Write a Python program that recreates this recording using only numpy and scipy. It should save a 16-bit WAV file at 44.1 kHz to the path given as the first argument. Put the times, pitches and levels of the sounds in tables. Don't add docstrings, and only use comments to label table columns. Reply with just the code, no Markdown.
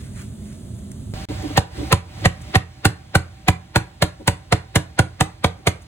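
import sys
import numpy as np
from scipy import signal
from scipy.fft import rfft, irfft, next_fast_len
from scipy.io import wavfile
from scipy.ndimage import uniform_filter1d, minimum_filter1d

SR = 44100
rng = np.random.default_rng(int(sys.argv[2]) if len(sys.argv) > 2 else 0)


def generate_wav(sig):
    pcm = np.round(np.clip(np.atleast_2d(sig).T, -1, 1) * 32767).astype(np.int16)
    wavfile.write(sys.argv[1], SR, pcm)


N = 258847
TIME = np.arange(N) / SR


# (time [s], relative force [dB],
# thickness [0-1], juiciness [0-1], knock of the board [Hz], air pocket under the head [Hz])
BLOWS = [(1.5757, 12, 0.33, 0.28, 773.4, 1830), (1.9258, 14, 0.61, 0.36, 1018, 1317),
         (2.256, 8.5, 1, 0.09, 748.8, 1929), (2.5549, 14, 0.99, 0.01, 768.8, 1896),
         (2.8526, 15, 0.55, 0.41, 771, 1434), (3.1528, 13, 1, 0.47, 784.6, 1509),
         (3.4835, 15, 0.6, 0.4, 755, 2384), (3.7583, 14, 0.47, 0.41, 914.6, 1435),
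         (4.022, 13.6, .15, .7, 716, 2143), (4.2773, 13, 0.19, 0.9, 901, 1458),
         (4.5237, 13.8, .15, .03, 715, 1326), (4.7577, 14, 0.39, 0.81, 759, 2093),
         (4.9913, 14, 0.95, 0, 772.3, 1469), (5.208, 12.5, 0.58, 0.98, 764, 1718),
         (5.4431, 12.5, 0.22, 0.48, 1009, 1217), (5.671, 13.5, 0.21, 0.83, 685, 2122)]
LEAD_IN = (-27, -.003, .038, .07)
FACE = (-4.7, .002, .01, .036)
POCKET = (-15, .002, .0155, .022)
KNOCK = (-7, .004, .02, .042)
JUICE = (-19, .0002, .0137, .057)
# (frequency [Hz], relative level per Hz [dB])
SLAP = [(150, -29), (260, -1), (420, -1.5), (800, 0), (1050, -4), (1300, -4), (1600, -4.5), (2100, -3),
        (2600, -6.5), (3300, -8), (4300, -8.5), (6500, -25), (12000, -55.5)]
# (frequency [Hz], relative level per Hz [dB])
SPRAY = [(2000, -3), (4500, -9.5), (6500, 3), (9500, 0.5), (11500, -2), (13000, -12.5), (15000, -3.5),
         (16500, -31)]
# (frequency [Hz], correlation [-1 to 1])
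ALIKE_DIRECT = [(300, 0.85), (800, 0.56), (1800, 0.653), (3500, 0.282), (5000, 0.926), (8500, 1)]
THICK_THUMP_DB, THICK_POCKET_DB, THICK_SLAP_DB = 3, 11.5, -3
THICK_LEAD_IN_DB, THICK_BOARD_DB = 5.5, -4.5
JUICY_SPRAY_DB, JUICY_KNOCK_DB = 5.5, -6.5
ECHO_S, ECHO_DB = .041, -18


def mallet():
    out = np.zeros((2, N))
    t = np.arange(-SR // 25, SR // 3) / SR
    n = len(t)
    for s, force_db, thick, juicy, knock_hz, pocket_hz in BLOWS:
        lead_in = amp(THICK_LEAD_IN_DB * thick) * noise(SLAP, n, ALIKE_DIRECT) * burst(t, *LEAD_IN)
        slap = amp(THICK_SLAP_DB * thick) * noise(SLAP, n, ALIKE_DIRECT) * burst(t, *FACE)
        pocket = resonance(t, pocket_hz, port_spread=.49) * burst(t, *POCKET)
        pocket *= amp(THICK_POCKET_DB * thick)
        knock = resonance(t, knock_hz, port_spread=.47) * burst(t, *KNOCK)
        knock *= amp(JUICY_KNOCK_DB * juicy)
        spray = uneven(n, depth_db=5.0, size=30) * noise(SPRAY, n) * burst(t, *JUICE)
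        spray *= amp(JUICY_SPRAY_DB * juicy)
        board = np.array([board_modes(t - .0045, scatter_db=1.85) for port in range(2)])
        board *= amp(THICK_BOARD_DB * thick - 16.5)
        counter = amp(-1.5) * counter_modes(t - .0013)
        low = amp(3.5) * thump(t - .00356) + amp(ECHO_DB) * thump(t - ECHO_S) + counter
        low *= amp(THICK_THUMP_DB * thick - 2.0)
        smack, body = lead_in + slap + spray - board, pocket + knock
        answer = kitchen(smack + amp(-6.0) * body + amp(-6) * low)
        add(out, s + t[0], amp(force_db) * (smack + body + low + answer))
    return out


def thump(t, start_hz=203.7, rest_hz=73, glide_s=0.00847, attack_s=0.00795, t60=0.07656,
          contact_s=0.02285, release_s=0.00134):
    u = np.maximum(t, 0)
    cycles = rest_hz * u + (start_hz - rest_hz) * glide_s * (1 - np.exp(-u / glide_s))
    pressed = .5 - .5 * np.tanh((u - contact_s) / release_s)
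    envelope = (1 - np.exp(-u / attack_s)) * amp(-60 * u / t60) * pressed
    return -np.sin(2 * np.pi * cycles) * envelope


# (frequency [Hz], relative level [dB], t60 [s])
BOARD = [(310.3, -1.5, 0.1096), (377.3, -6.5, 0.0532), (454.9, -1, 0.0729), (569.2, -0.5, 0.0675),
         (755.8, -5, 0.1026), (963.4, 4, 0.043), (1472, -6, 0.05), (1986, -14, 0.014)]


def board_modes(t, scatter_db):
    return ring(t, BOARD, scatter_db)


# (frequency [Hz], relative level [dB], t60 [s])
COUNTER = [(40, -31, 0.084), (86.62, -21, 0.401), (122.78, -27.5, 0.405), (173.1, -22, 0.2715)]


def counter_modes(t):
    return ring(t, COUNTER, scatter_db=1.14)


def resonance(t, hz, port_spread):
    phase = rng.uniform(0, 2 * np.pi) + port_spread * rng.standard_normal((2, 1))
    return np.sin(2 * np.pi * hz * t + phase)


# (time [s], relative level [dB])
CRACKS = [(1.5738, 4), (1.9274, 5), (3.152, 1.5), (4.0224, -0.5), (4.2746, -7.5), (4.7554, -0.5)]


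def cracks():
    out = np.zeros((2, N))
    t = np.arange(SR // 50) / SR
    for s, db in CRACKS:
        snap = noise([(2000, -2.5), (6000, -10.5), (15000, -2.5)], len(t))
        add(out, s, amp(db) * snap * amp(-60 * t / 0.00264))
    return out


# (time [s], relative level [dB], Gaussian width [s])
STROKES = [(.03, -49, 0.045), (.2, -45, 0.0406), (.49, -53, 0.054)]
# (frequency [Hz], relative level per Hz [dB])
BLADE = [(500, -24.5), (1500, 1), (2400, -1), (4000, -6), (9000, -6), (15000, -16)]
# (time [s], relative level [dB], Gaussian width [s])
TICKS = [(.79, -50.5, 0.0047), (.918, -41.5, 0.00207), (1.425, -42.5, 0.00246), (2.42, -38.5, 0.0049),
         (5.825, -37, 0.0065)]


def cutting():
    strokes = swells(STROKES) * uneven(N, depth_db=2, size=500) * patchy(noise(BLADE, N), depth_db=2)
    ticks = swells(TICKS) * noise(SPRAY, N)
    return uneven(N, depth_db=1.0, size=90) * (strokes + ticks)


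# (time [s], relative level [dB], Gaussian width [s])
NUDGES = [(1.311, -25.5, 0.0095), (1.45, -27, 0.0137), (1.51, -31.5, 0.0067), (1.815, -26.5, 0.0206),
          (2.228, -32, 0.007), (4.214, -16.5, 0.00844), (4.557, -16.5, 0.0076), (5.602, -28, 0.0097)]
# (frequency [Hz], relative level per Hz [dB])
PUSH = [(180, -12), (310, 6), (450, -5.5), (800, -5), (1000, -12.5), (3000, -33.5)]


def nudges():
    board = board_modes(np.arange(SR // 4) / SR, scatter_db=3.0)
    push = noise(PUSH, N)
    drone = unit(signal.fftconvolve(push, board[None], axes=1)[:, :N])
    return swells(NUDGES) * (0.88 * drone + 0.224 * push)


def handling():
    direct = cutting() + nudges()
    return direct + kitchen(direct)


# (frequency [Hz], t60 [s])
DECAY = [(100, 0.0046), (400, 0.3121), (1500, 0.3168), (3000, 0.2155), (9000, 0.219), (15000, 0.13)]
# (frequency [Hz], relative level [dB])
WET = [(60, -16), (150, 1), (400, -13), (1500, -11), (5000, -12), (15000, -14)]


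def kitchen(x):
    hz, t, z = signal.stft(noise([(20, 0), (20000, 0)], SR // 3), SR, nperseg=256)
    t60 = along(DECAY, hz)[:, None]
    decay = amp(along(WET, hz)[:, None] - 60 * t / t60)
    decay *= np.sqrt(np.log(1e6) / (t60 * SR))
    onset = 1 - np.exp(-t / 0.00211)
    tail = signal.istft(z * decay * onset, SR, nperseg=256)[1]
    return signal.fftconvolve(x, tail, axes=1)[:, :x.shape[-1]]


# (frequency [Hz], relative level per Hz [dB])
SLICING_HUM = [(15, -47), (25, -25), (69, -2), (119, -2.5), (165, -12.5), (207, -5), (306, -20.5),
               (383, -20.5), (465, -30.5), (657, -26), (900, -54.5), (1170, -84), (1980, -120)]
SLICING_HISS = [(470, -33), (800, 3), (2440, -6), (3600, -1), (5380, -9), (6740, -1.5), (8990, -1),
                (12300, -8), (16000, -20.5)]
# (frequency [Hz], relative level per Hz [dB])
HUM = [(15, -41.5), (25, -37), (59, 3.5), (102, 2), (221, -8.5), (257, -19.5), (328, -9), (400, -28.5),
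       (520, -54), (880, -120)]
HISS = [(100, -24), (250, 6.5), (310, 2.5), (450, 0.5), (610, 1), (700, 3), (1000, 1), (1250, -2),
        (2000, 0.5), (2700, -2), (4200, -2.5), (5500, -7), (9000, -13.5), (12000, -17.5), (15500, -18.5)]
WHINE = [(560, -50.5), (595, -2), (620, -9.5), (660, -41.5), (710, -37.5), (752, -5.5), (778, 1.5),
         (825, -57.5)]
POUNDING_FROM = 1.138
HUM_DB, HISS_DB, WHINE_DB = -30.5, -38.5, -43


def room_noise():
    lines = noise([(102, -42), (114, 8.0), (126, -47.5), (188, -46.5), (205, 1.5), (224, -52.5)], N)
    slicing = amp(-33.5) * noise(SLICING_HUM, N) + amp(-38.0) * lines
    slicing += amp(-53.0) * noise(SLICING_HISS, N)
    pounding = amp(HUM_DB) * noise(HUM, N) + amp(WHINE_DB) * noise(WHINE, N)
    pounding += amp(HISS_DB) * patchy(noise(HISS, N), depth_db=1.0)
    return np.where(TIME < POUNDING_FROM, slicing, pounding)


# (frequency [Hz], correlation [-1 to 1])
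ALIKE = [(150, 1), (300, 0.842), (600, 0.061), (1500, 0.214), (3500, 0.022), (5000, 0.937), (8500, 1),
         (15000, 1)]


def noise(spectrum, size, alike=ALIKE):
    def mid_side(hz):
        angle = np.arccos(np.clip(along(alike, hz), -1, 1)) / 2
        return amp(along(spectrum, hz)) * [np.cos(angle), np.sin(angle)]
    mid, side = filtered(rng.standard_normal((2, size)), mid_side)
    return unit(np.array([mid + side, mid - side]))


def ring(t, modes, scatter_db):
    u = np.maximum(t, 0)
    total = 0
    for hz, db, t60 in modes:
        strength_db = db + scatter_db * rng.standard_normal()
        total = total + amp(strength_db - 60 * u / t60) * np.sin(2 * np.pi * hz * u)
    return total


def burst(t, db, delay, rise, t60):
    return amp(db - 60 * np.maximum((delay - t) / rise, (t - delay) / t60))


def swells(rows):
    return sum(amp(db) * np.exp(-.5 * ((TIME - s) / width) ** 2) for s, db, width in rows)


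def uneven(n, depth_db, size):
    drift = uniform_filter1d(rng.standard_normal(n), size=size)
    return unit(amp(depth_db * unit(drift)))


def patchy(x, depth_db):
    z = signal.stft(x, nperseg=1024)[2]
    field = uniform_filter1d(rng.standard_normal(z.shape[1:]), size=7, axis=0)
    field = uniform_filter1d(field, size=6, axis=1)
    return unit(signal.istft(z * amp(depth_db * unit(field)), nperseg=1024)[1][:, :N])


def filtered(x, response):
    n = x.shape[-1]
    m = next_fast_len(n + SR // 8)
    return irfft(rfft(x, m) * response(np.fft.rfftfreq(m, 1 / SR)), m)[..., :n]


def along(points, hz):
    f, v = np.transpose(points)
    return np.interp(np.log(hz + 1), np.log(f), v)


def amp(db):
    return 10 ** (np.asarray(db) / 20)


def unit(x):
    return x / np.sqrt(np.mean(x ** 2) + 1e-20)


def add(track, s, sound):
    part = track[:, round(s * SR):][:, :sound.shape[-1]]
    part += sound[:, :part.shape[-1]]


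def scene():
    def ports(hz):
        right_db = along([(100, 2.5), (1000, 2), (2500, 1.0), (5000, 0)], hz)
        delay = np.exp(1j * np.pi * np.outer([1, -1], hz) * 0.00011866)
        return amp(np.outer([-.5, .5], right_db)) * delay
    return filtered(mallet() + cracks() + handling() + room_noise(), ports)


CEILING_DB, METER_S, HOLD_S = -7.5, 0.01255, 0.1169
RECOVERY_DB_PER_S, SLOWING_S = 349.5, 0.198


def limiter(x):
    power = np.abs(uniform_filter1d(np.mean(x ** 2, axis=0), round(METER_S * SR)))
    needed_db = np.minimum(CEILING_DB - 10 * np.log10(power + 1e-20), 0)
    hold = round(HOLD_S * SR)
    held_db = minimum_filter1d(needed_db, hold, origin=(hold - 1) // 2)
    busy_s = np.cumsum(held_db < 0) / SR
    recovered_db = np.cumsum(RECOVERY_DB_PER_S * np.exp(-busy_s / SLOWING_S)) / SR
    gain_db = np.minimum.accumulate(held_db - recovered_db) + recovered_db
    return x * amp(gain_db)


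TOP_HZ, EDGE_HZ = 16600, 800


def record(dry, top=0.88, hardness=4):
    dip = (TIME > 1.254) & (TIME < 1.287)
    x = limiter(dry) * np.where(dip, amp(-38.0), 1)
    x = x / (1 + np.abs(x / top) ** hardness) ** (1 / hardness)
    return filtered(x, lambda hz: np.clip((TOP_HZ - hz) / EDGE_HZ, 0, 1))


dry = scene()
out = record(dry)
generate_wav(out)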